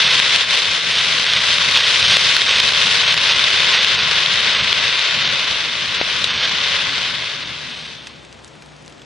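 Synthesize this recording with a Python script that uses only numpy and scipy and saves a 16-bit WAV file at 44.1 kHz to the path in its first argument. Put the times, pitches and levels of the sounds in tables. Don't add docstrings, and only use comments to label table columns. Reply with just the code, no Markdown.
import sys
import numpy as np
from scipy import signal
from scipy.fft import rfft, irfft
from scipy.io import wavfile
from scipy.ndimage import uniform_filter1d

SR = 44100
rng = np.random.default_rng(int(sys.argv[2]) if len(sys.argv) > 2 else 0)


def magnitude_from_level(level_db):
    exponent = np.asarray(level_db, float) / 20
    return 10 ** exponent


def generate_wav(signal):
    frames = np.transpose(np.atleast_2d(signal))
    scaled = np.clip(frames, -1, 1) * 32767
    pcm = np.round(scaled).astype(np.int16)
    wavfile.write(sys.argv[1], SR, pcm)


N = 399101

# time in seconds, crackle level in dB.
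FRONT = [(0, -13), (.4, -15.5), (.8, -18), (1.4, -16), (2.1, -14.5), (3.8, -15), (5.2, -17), (5.75, -21),
         (6.2, -19.5), (6.5, -18.5), (6.95, -19), (7.3, -24.5), (7.5, -28.5), (7.85, -33), (8.0, -38),
         (8.14, -44), (8.3, -52), (9.05, -58)]
# time in seconds, change in dB.
FLARES = [(.35, 2.5), (.46, -5.5), (.55, 1.5), (.82, -2.5), (.97, 2), (1.25, -1), (1.77, 3), (2.12, 4),
          (2.44, -2.5), (2.5, 1), (2.72, -4), (3.12, 2), (3.16, -5.5), (3.3, 2), (3.74, 4), (4.27, -1.5),
          (4.42, -1.5), (4.47, 3), (6.27, -1), (6.45, 3), (6.67, 2), (6.78, 1.5), (6.92, -0.5)]
# time in seconds, change in dB.
CLEARINGS = [
    (2.1, 4),
    (2.65, 1),
    (6.15, 3.5),
    (7.85, 6.5),
]
# frequency in Hz, level in dB.
CRACKLE = [(150, -40.5), (250, -25.5), (313, -18.5), (565, -14), (815, -16), (1070, -9.5), (1270, -8.5),
           (1570, -6), (3600, 1), (6000, -14.5), (7270, -24.5), (10000, -29), (11400, -46), (14800, -103),
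           (22000, -120)]
# start in seconds, peak in dB, pitch in Hz.
THICK_STALKS = [(0.4127, -5, 2720), (0.5074, -1, 3530), (0.5477, -2, 2030), (0.5737, 0, 3260),
                (0.9117, -3, 3240), (1.196, -3, 3900), (1.3349, 1.5, 3400), (1.5833, 1, 3640),
                (1.8074, 0, 3100), (1.9463, -2, 3120), (2.0564, -3, 3080), (2.366, 5, 4300),
                (2.406, -4, 4130), (2.4168, -1.5, 3540), (2.4787, -7, 3100), (2.511, 0.5, 2620),
                (2.7213, -1, 3700), (2.8694, -3.5, 3600), (2.9824, -4, 3720), (3.078, 0.5, 3820),
                (3.1228, -1, 2650), (3.1412, 2, 3160), (3.1761, 2, 3030), (3.2365, -7.5, 3200),
                (3.2954, -3.5, 3600), (3.3204, 2, 3660), (3.3944, 0.5, 2610), (3.4401, 1, 3530),
                (3.5598, -6, 4230), (4.9921, -4, 2640)]
# start in seconds, peak in dB, pitch in Hz, dullness as a ratio, T60 in seconds.
NEAR_CRACKS = [
    (0.1993, 1.5, 2600, 1.2, .012),
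    (.3596, 1.5, 4150, .9, 0.01),
    (1.7728, 1, 3620, 1, 0.015),
    (2.1685, 3, 3170, 0.69, .012),
    (2.6006, 2, 3540, .9, .016),
    (3.8456, .5, 2750, 1.2, 0.011),
    (4.2598, -1, 3770, 1.15, 0.011),
    (4.7275, -0.5, 3400, 0.98, .01),
    (6.2412, -0.5, 3900, 0.69, 0.024),
]
# start in seconds, peak in dB, pitch in Hz, T60 in seconds.
HOLLOW_STEM = (6.0131, -5.5, 600, .012)
# start in seconds, peak in dB, pitch in Hz, bright edge in dB, share of rustle.
EMBER_TICKS = [(8.0703, -16, 2620, -36, 0.65), (8.2494, -30, 2310, -24, 0.36), (8.327, -26, 2910, -8, 0.69),
               (8.4457, -23, 4000, -18, 0.12), (8.4794, -30, 1630, -14, 0.7), (8.622, -28, 2390, -26, 0.72),
               (8.6612, -31, 4500, -11, 0.3), (8.72, -36, 1790, -27, 0.4), (8.764, -32, 4540, -12, 0.8),
               (8.8248, -35, 5000, -6, 0.2), (8.8484, -35, 3040, -16, 0.4), (8.8614, -31, 6120, -14, 0.3),
               (8.879, -22, 4000, -19, 0.1), (8.924, -31, 3130, -24, 0.7), (9.0177, -29, 3440, -20, 0.8)]
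# frequency in Hz, level in dB.
ROAR = [(15, -37), (25, -39), (67, -2), (96, 2.5), (157, 2.5), (303, -5), (330, -15), (430, -51),
        (730, -120)]
# time in seconds, change in dB.
PUFFS = [(0, 6), (.61, -10), (.8, -5.5), (1.34, 2.5), (2.13, 10), (2.4, -4), (4.0, 2), (4.62, 5.5),
         (5.05, -4), (5.6, -2), (6.36, 2)]
# frequency in Hz, level in dB.
FIELD = [(120, -36), (200, 0.5), (621, -2), (871, -4.5), (1520, -8), (2990, -11), (7330, -18.5),
         (10800, -29.5), (11400, -61), (14800, -94), (22000, -120)]
# frequency in Hz, width in Hz, level in dB.
HUMS = [
    (150.4, 3.0, -55),
    (62.5, 5.0, -60),
    (125.5, 5.0, -60),
]
# frequency in Hz, side minus mid in dB.
WIDTH = [(60, -13.5), (110, -8.5), (190, -8.5), (340, -6), (610, -5.5), (1080, -8), (1930, -12),
         (3440, -12), (6120, -1.5), (10900, 0.5)]
# frequency in Hz, left minus right in dB.
LEAN = [(60, 8.5), (110, 3.5), (190, 5), (340, 4.5), (610, 8), (1080, 6), (1930, 3.5), (3440, 1.5),
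        (6120, 1.5), (10900, 6.5)]
# frequency in Hz, mid limit in dB, side limit in dB.
WEAK_LINES = [(300, -20, -14), (1500, -20, -8), (5000, -16, -6), (7000, -5, -1), (10000, 0, 2)]
# frequency in Hz, share of time early, share of time late.
HOLES = [(240, 0, 0), (300, .7, .1), (370, 0, 0), (4500, 0, 0), (5500, 0, .05), (6600, 0, .06),
         (7350, .4, .65), (7800, .12, .2), (8600, .2, .35), (9250, .55, .75), (9700, .15, .3),
         (10300, .25, .55), (10800, .75, .95), (11100, .92, 1)]
# start in seconds, length in seconds, lowest frequency in Hz.
MONO_MOMENTS = [(.027, .1, 300), (.909, .105, 300), (1.27, .13, 300), (1.749, .11, 300), (2.019, .15, 4100),
                (2.09, .055, 300), (2.47, .14, 300), (3.037, .075, 4080), (3.275, .075, 300),
                (3.736, .075, 300), (3.963, .065, 300), (4.537, .095, 300), (5.24, .06, 4100),
                (5.982, .055, 4080), (6.285, .175, 298), (7.43, .04, 4100), (7.7, .19, 4100),
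                (7.97, .815, 3970), (8.84, .03, 4100), (8.955, .1, 4100)]

FLARE_S, CLEARING_S, PUFF_S = 0.031, 0.2, 0.039
STALKS_PER_S, STALK_OVER_DB, STALK_SPREAD_DB = 24, 9, 2.0
STALK_HZ, STALK_OCTAVES = 3400, 0.22
SMOKE_FROM_S, SMOKE_TO_S, SMOKE_DB = 2.9, 3.8, -7
TOP_DB, TOP_LAGS, TOP_FLARES = -13.5, 0.2, 0.4
LOW_DB, LOW_LAGS = 0.76, 0.24
ROAR_DB, ROAR_FOLLOWS = -40.5, 0.39
FIELD_DB = -44
FAINT_FROM_S, FAINT_DB, FAINT_SPREAD_DB = 8.1, -38, 5
GROUND_S, GROUND_DB, GROUND_CUT_HZ = 0.001874, -15.5, 2050
TAPS = 2048
GRID_HZ = np.arange(TAPS // 2 + 1) * SR / TAPS


def crackle(top_db, low_db, per_s, spread_db, clump_db, colour_db):
    clumps = clump_db * (drift(60.0) + 0.6 * drift(18.0))
    born = rng.random(N) < per_s * magnitude_from_level(clumps) / SR
    strength_db = spread_db * np.minimum(rng.exponential(1, N), 4.0)
    clicks = born * magnitude_from_level(strength_db) * rng.choice([-1, 1], N)
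    direction = rng.standard_normal(N)
    thickness = rng.integers(0, 6, N)
    out = np.zeros((2, N))
    for k, hz in enumerate(np.geomspace(500, 9000, 6)):
        bump_db = colour_db * np.exp(-np.log2((GRID_HZ + 1) / hz) ** 2 / 0.6)
        colour = at_hz(CRACKLE, GRID_HZ) + bump_db
        own = clicks * (thickness == k)
        out += [coloured(own, colour), coloured(own * direction, colour)]
    both = ground(out)
    top = signal.sosfilt(signal.butter(1, 8000, "high", fs=SR, output="sos"), both)
    low = signal.sosfilt(signal.butter(1, 700, fs=SR, output="sos"), both)
    both = both + top * (magnitude_from_level(top_db + 16.5) - 1) + low * (magnitude_from_level(low_db) - 1)
    return pair(*both / np.std(both[0]))


def lesser_stalks(front_db):
    when, keep, size, pitch = rng.random((400, 4)).T
    level_db = front_db[(when * N).astype(int)]
    kept = keep < STALKS_PER_S * magnitude_from_level(level_db + 15.0) * N / SR / 400
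    peak_db = level_db + STALK_OVER_DB + STALK_SPREAD_DB * 2 * (2 * size - 1)
    hz = STALK_HZ * 2 ** (STALK_OCTAVES * 2 * (2 * pitch - 1))
    return np.transpose([when * N / SR, peak_db, hz])[kept]


def stalk_snaps(front_db):
    out = empty_track()
    for s, db, hz in [*THICK_STALKS, *lesser_stalks(front_db)]:
        snap = coloured(burst(hz, 0.011, rough=3, rise=0.0007), 0.8 * at_hz(CRACKLE, GRID_HZ))
        add(out, s, magnitude_from_level(db - 3.5) * peak_one(snap), 1.7 + 1.5 * rng.standard_normal())
    return out[:, :N]


def near_cracks():
    out = empty_track()
    for s, db, hz, dullness, t60 in NEAR_CRACKS:
        crack = coloured(burst(hz, t60, rough=2.7, rise=0.00065), dullness * at_hz(CRACKLE, GRID_HZ))
        add(out, s, magnitude_from_level(db) * peak_one(crack), 4)
    return out[:, :N]


def hollow_stem():
    out = empty_track()
    s, db, hz, t60 = HOLLOW_STEM
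    push = burst(hz, t60, rough=0.1, rise=0.0004)[:90] * np.hanning(180)[90:] ** 0.3
    add(out, s, magnitude_from_level(db) * push, 0.6)
    add(out, s + 0.0014, -magnitude_from_level(db + 1.5) * burst(2300, 0.003, rough=0.1), 0.6)
    return out[:, :N]


def faint_embers():
    when, size, pitch, edge = rng.random((22, 4)).T
    s = FAINT_FROM_S + when * (N / SR - FAINT_FROM_S)
    peak_db = FAINT_DB + FAINT_SPREAD_DB * (2 * size - 1)
    return list(zip(s, peak_db, 1500 * 4 ** pitch, -26 + 14 * edge, 0.3 + 0 * s))


def ember_ticks():
    out = empty_track()
    band = signal.butter(2, [1000, 7000], "band", fs=SR, output="sos")
    edge = signal.butter(2, [5500, 10500], "band", fs=SR, output="sos")
    for s, db, hz, edge_db, rustle in [*EMBER_TICKS, *faint_embers()]:
        body = burst(hz, 0.002, rough=0.8) + rustle * burst(hz, 0.025, rough=3, rise=0.001)
        bright = signal.sosfilt(edge, burst(8000, 0.005, rough=3))
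        tick = signal.sosfilt(band, body) + magnitude_from_level(edge_db + 12) * bright
        add(out, s, magnitude_from_level(db) * peak_one(tick), 0.6)
    return out[:, :N]


def roar():
    mid, side = [coloured(rng.standard_normal(N), at_hz(ROAR, GRID_HZ)) for _ in "ms"]
    return pair(rms_one(mid), rms_one(side)) * magnitude_from_level(1.5 * drift(7.4))


def field():
    mid, side = [rms_one(coloured(rng.standard_normal(N), at_hz(FIELD, GRID_HZ))) for _ in "ms"]
    side = 0.93 * signal.lfilter(*signal.butter(1, 1200, fs=SR), side)
    out = magnitude_from_level(FIELD_DB - 2.5) * np.array([mid + side, mid - side]) * magnitude_from_level([[1.5], [-1.5]])
    for hz, width, db in HUMS:
        r = np.exp(-np.pi * width / SR)
        resonance = [1, -2 * r * np.cos(2 * np.pi * hz / SR), r * r]
        hum = signal.lfilter([1, 0, -1], resonance, rng.standard_normal(N))
        out += magnitude_from_level(db) * rms_one(hum) * magnitude_from_level([[3.0], [-3.0]])
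    return out


def ground(x):
    lag = round(GROUND_S * SR)
    dull = signal.lfilter(*signal.butter(1, GROUND_CUT_HZ, fs=SR), x)
    return x + magnitude_from_level(GROUND_DB) * np.pad(dull, ((0, 0), (lag, 0)))[:, :N]


def pair(mid, side):
    side = coloured(side, at_hz(WIDTH, GRID_HZ))
    lean = at_hz(LEAN, GRID_HZ) / 2
    return np.array([coloured(mid + side, lean), coloured(mid - side, -lean)])


def burst(hz, t60, rough, rise=0.00013):
    t = np.arange(1024) / SR
    ring = np.sin(2 * np.pi * hz * t) + rough * rng.standard_normal(1024)
    return peak_one(ring * magnitude_from_level(-60 * t / t60) * np.minimum(t / rise, 1))


def empty_track():
    return np.zeros((2, N + 2 * TAPS))


def add(out, s, wave, left_db):
    at = round(s * SR)
    out[:, at:at + len(wave)] += wave * magnitude_from_level([[left_db / 2], [-left_db / 2]])


def peak_one(x):
    return x / np.abs(x).max()


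def rms_one(x):
    return x / np.sqrt(np.mean(x ** 2) + 1e-20)


def drift(rate):
    r = np.exp(-16 * np.pi * rate / SR)
    slow = signal.lfilter([1], [1, -2 * r, r * r], rng.standard_normal(N // 8 + 4002))[4000:]
    return np.interp(np.arange(N) / 8, np.arange(len(slow)), rms_one(slow - slow.mean()))


def bumps(rows, width_s):
    t = np.arange(0, N, 64) / SR
    change_db = sum(db * np.exp(-((t - s) / width_s) ** 2) for s, db in rows)
    return np.interp(np.arange(N) / SR, t, change_db)


def at_hz(points, hz):
    points = np.array(points)
    return np.interp(np.log(hz + 1), np.log(points[:, 0] + 1), points[:, 1])


def coloured(x, db):
    cepstrum = irfft(db * np.log(10) / 20)
    cepstrum[1:TAPS // 2] *= 2
    cepstrum[TAPS // 2 + 1:] = 0
    return signal.oaconvolve(x, irfft(np.exp(rfft(cepstrum))))[:N]


def scene():
    t = np.arange(N) / SR
    front_db = np.interp(t, *np.transpose(FRONT))
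    vigour_db = front_db + 15.0
    smoke_db = np.interp(t, [SMOKE_FROM_S, SMOKE_TO_S], [0, SMOKE_DB]) + bumps(CLEARINGS, CLEARING_S)
    flare_db = bumps(FLARES, FLARE_S)
    top_db = TOP_DB + smoke_db + TOP_FLARES * flare_db - TOP_LAGS * vigour_db
    low_db = LOW_DB - LOW_LAGS * vigour_db
    fire = crackle(top_db, low_db, per_s=7000, spread_db=0.5, clump_db=1.43, colour_db=4.5)
    fire = magnitude_from_level(front_db + flare_db) * fire
    snaps = stalk_snaps(front_db) + near_cracks() + hollow_stem() + ember_ticks()
    roar_db = ROAR_DB + ROAR_FOLLOWS * vigour_db + bumps(PUFFS, PUFF_S)
    return fire + snaps + magnitude_from_level(roar_db) * roar() + field()


def dropouts(x):
    hz, t, frames = signal.stft([x[0] + x[1], x[0] - x[1]], SR, "cosine", nperseg=2048)
    size = np.abs(frames)
    limits = np.array(WEAK_LINES)
    for k in range(2):
        nearby = uniform_filter1d(size[k], size=33, axis=0)
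        frames[k] *= size[k] > nearby * magnitude_from_level(at_hz(limits[:, [0, k + 1]], hz))[:, None]
    mono = np.zeros(len(t))
    for start, length, above_hz in MONO_MOMENTS:
        inside = (t > start) & (t < start + length)
        frames[1][np.ix_(hz > above_hz, inside)] = 0
        mono[inside] = 1
    holes_hz, early, late = np.transpose(HOLES)
    early, late = np.interp(hz, holes_hz, early), np.interp(hz, holes_hz, late)
    share = early[:, None] + np.outer(late - early, np.clip((t - 3) / 2, 0, 1))
    share = share * (0.8 + mono * (t < 7.5))
    chance = uniform_filter1d(rng.standard_normal(share.shape), size=9)
    wide = uniform_filter1d(chance, size=7, axis=0)
    narrow = uniform_filter1d(chance, size=2, axis=0)
    chance = np.where(hz[:, None] > 1000, wide, narrow)
    rank = chance.argsort().argsort() / len(t)
    mid, side = signal.istft(frames * (rank >= share), SR, "cosine", nperseg=2048)[1][:, :N] / 2
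    return np.array([mid + side, mid - side])


def band_limit(x):
    return signal.sosfilt(signal.butter(12, 11520, fs=SR, output="sos"), x)


def record(dry):
    t = np.arange(N) / SR
    over_db = np.maximum(20 * np.log10(np.abs(dry).max(axis=0) + 1e-9) + 1.06, 0)
    held_db = np.maximum.accumulate(over_db + 149.96 * t) - 150.08 * t
    r = np.exp(-1 / (0.004 * SR))
    duck_db = signal.lfilter([1 - r], [1, -r], held_db)
    mix = np.clip(dropouts(dry * magnitude_from_level(-0.9 * duck_db)), -1, 1)
    return band_limit(mix)


dry = scene()
out = record(dry)
generate_wav(out)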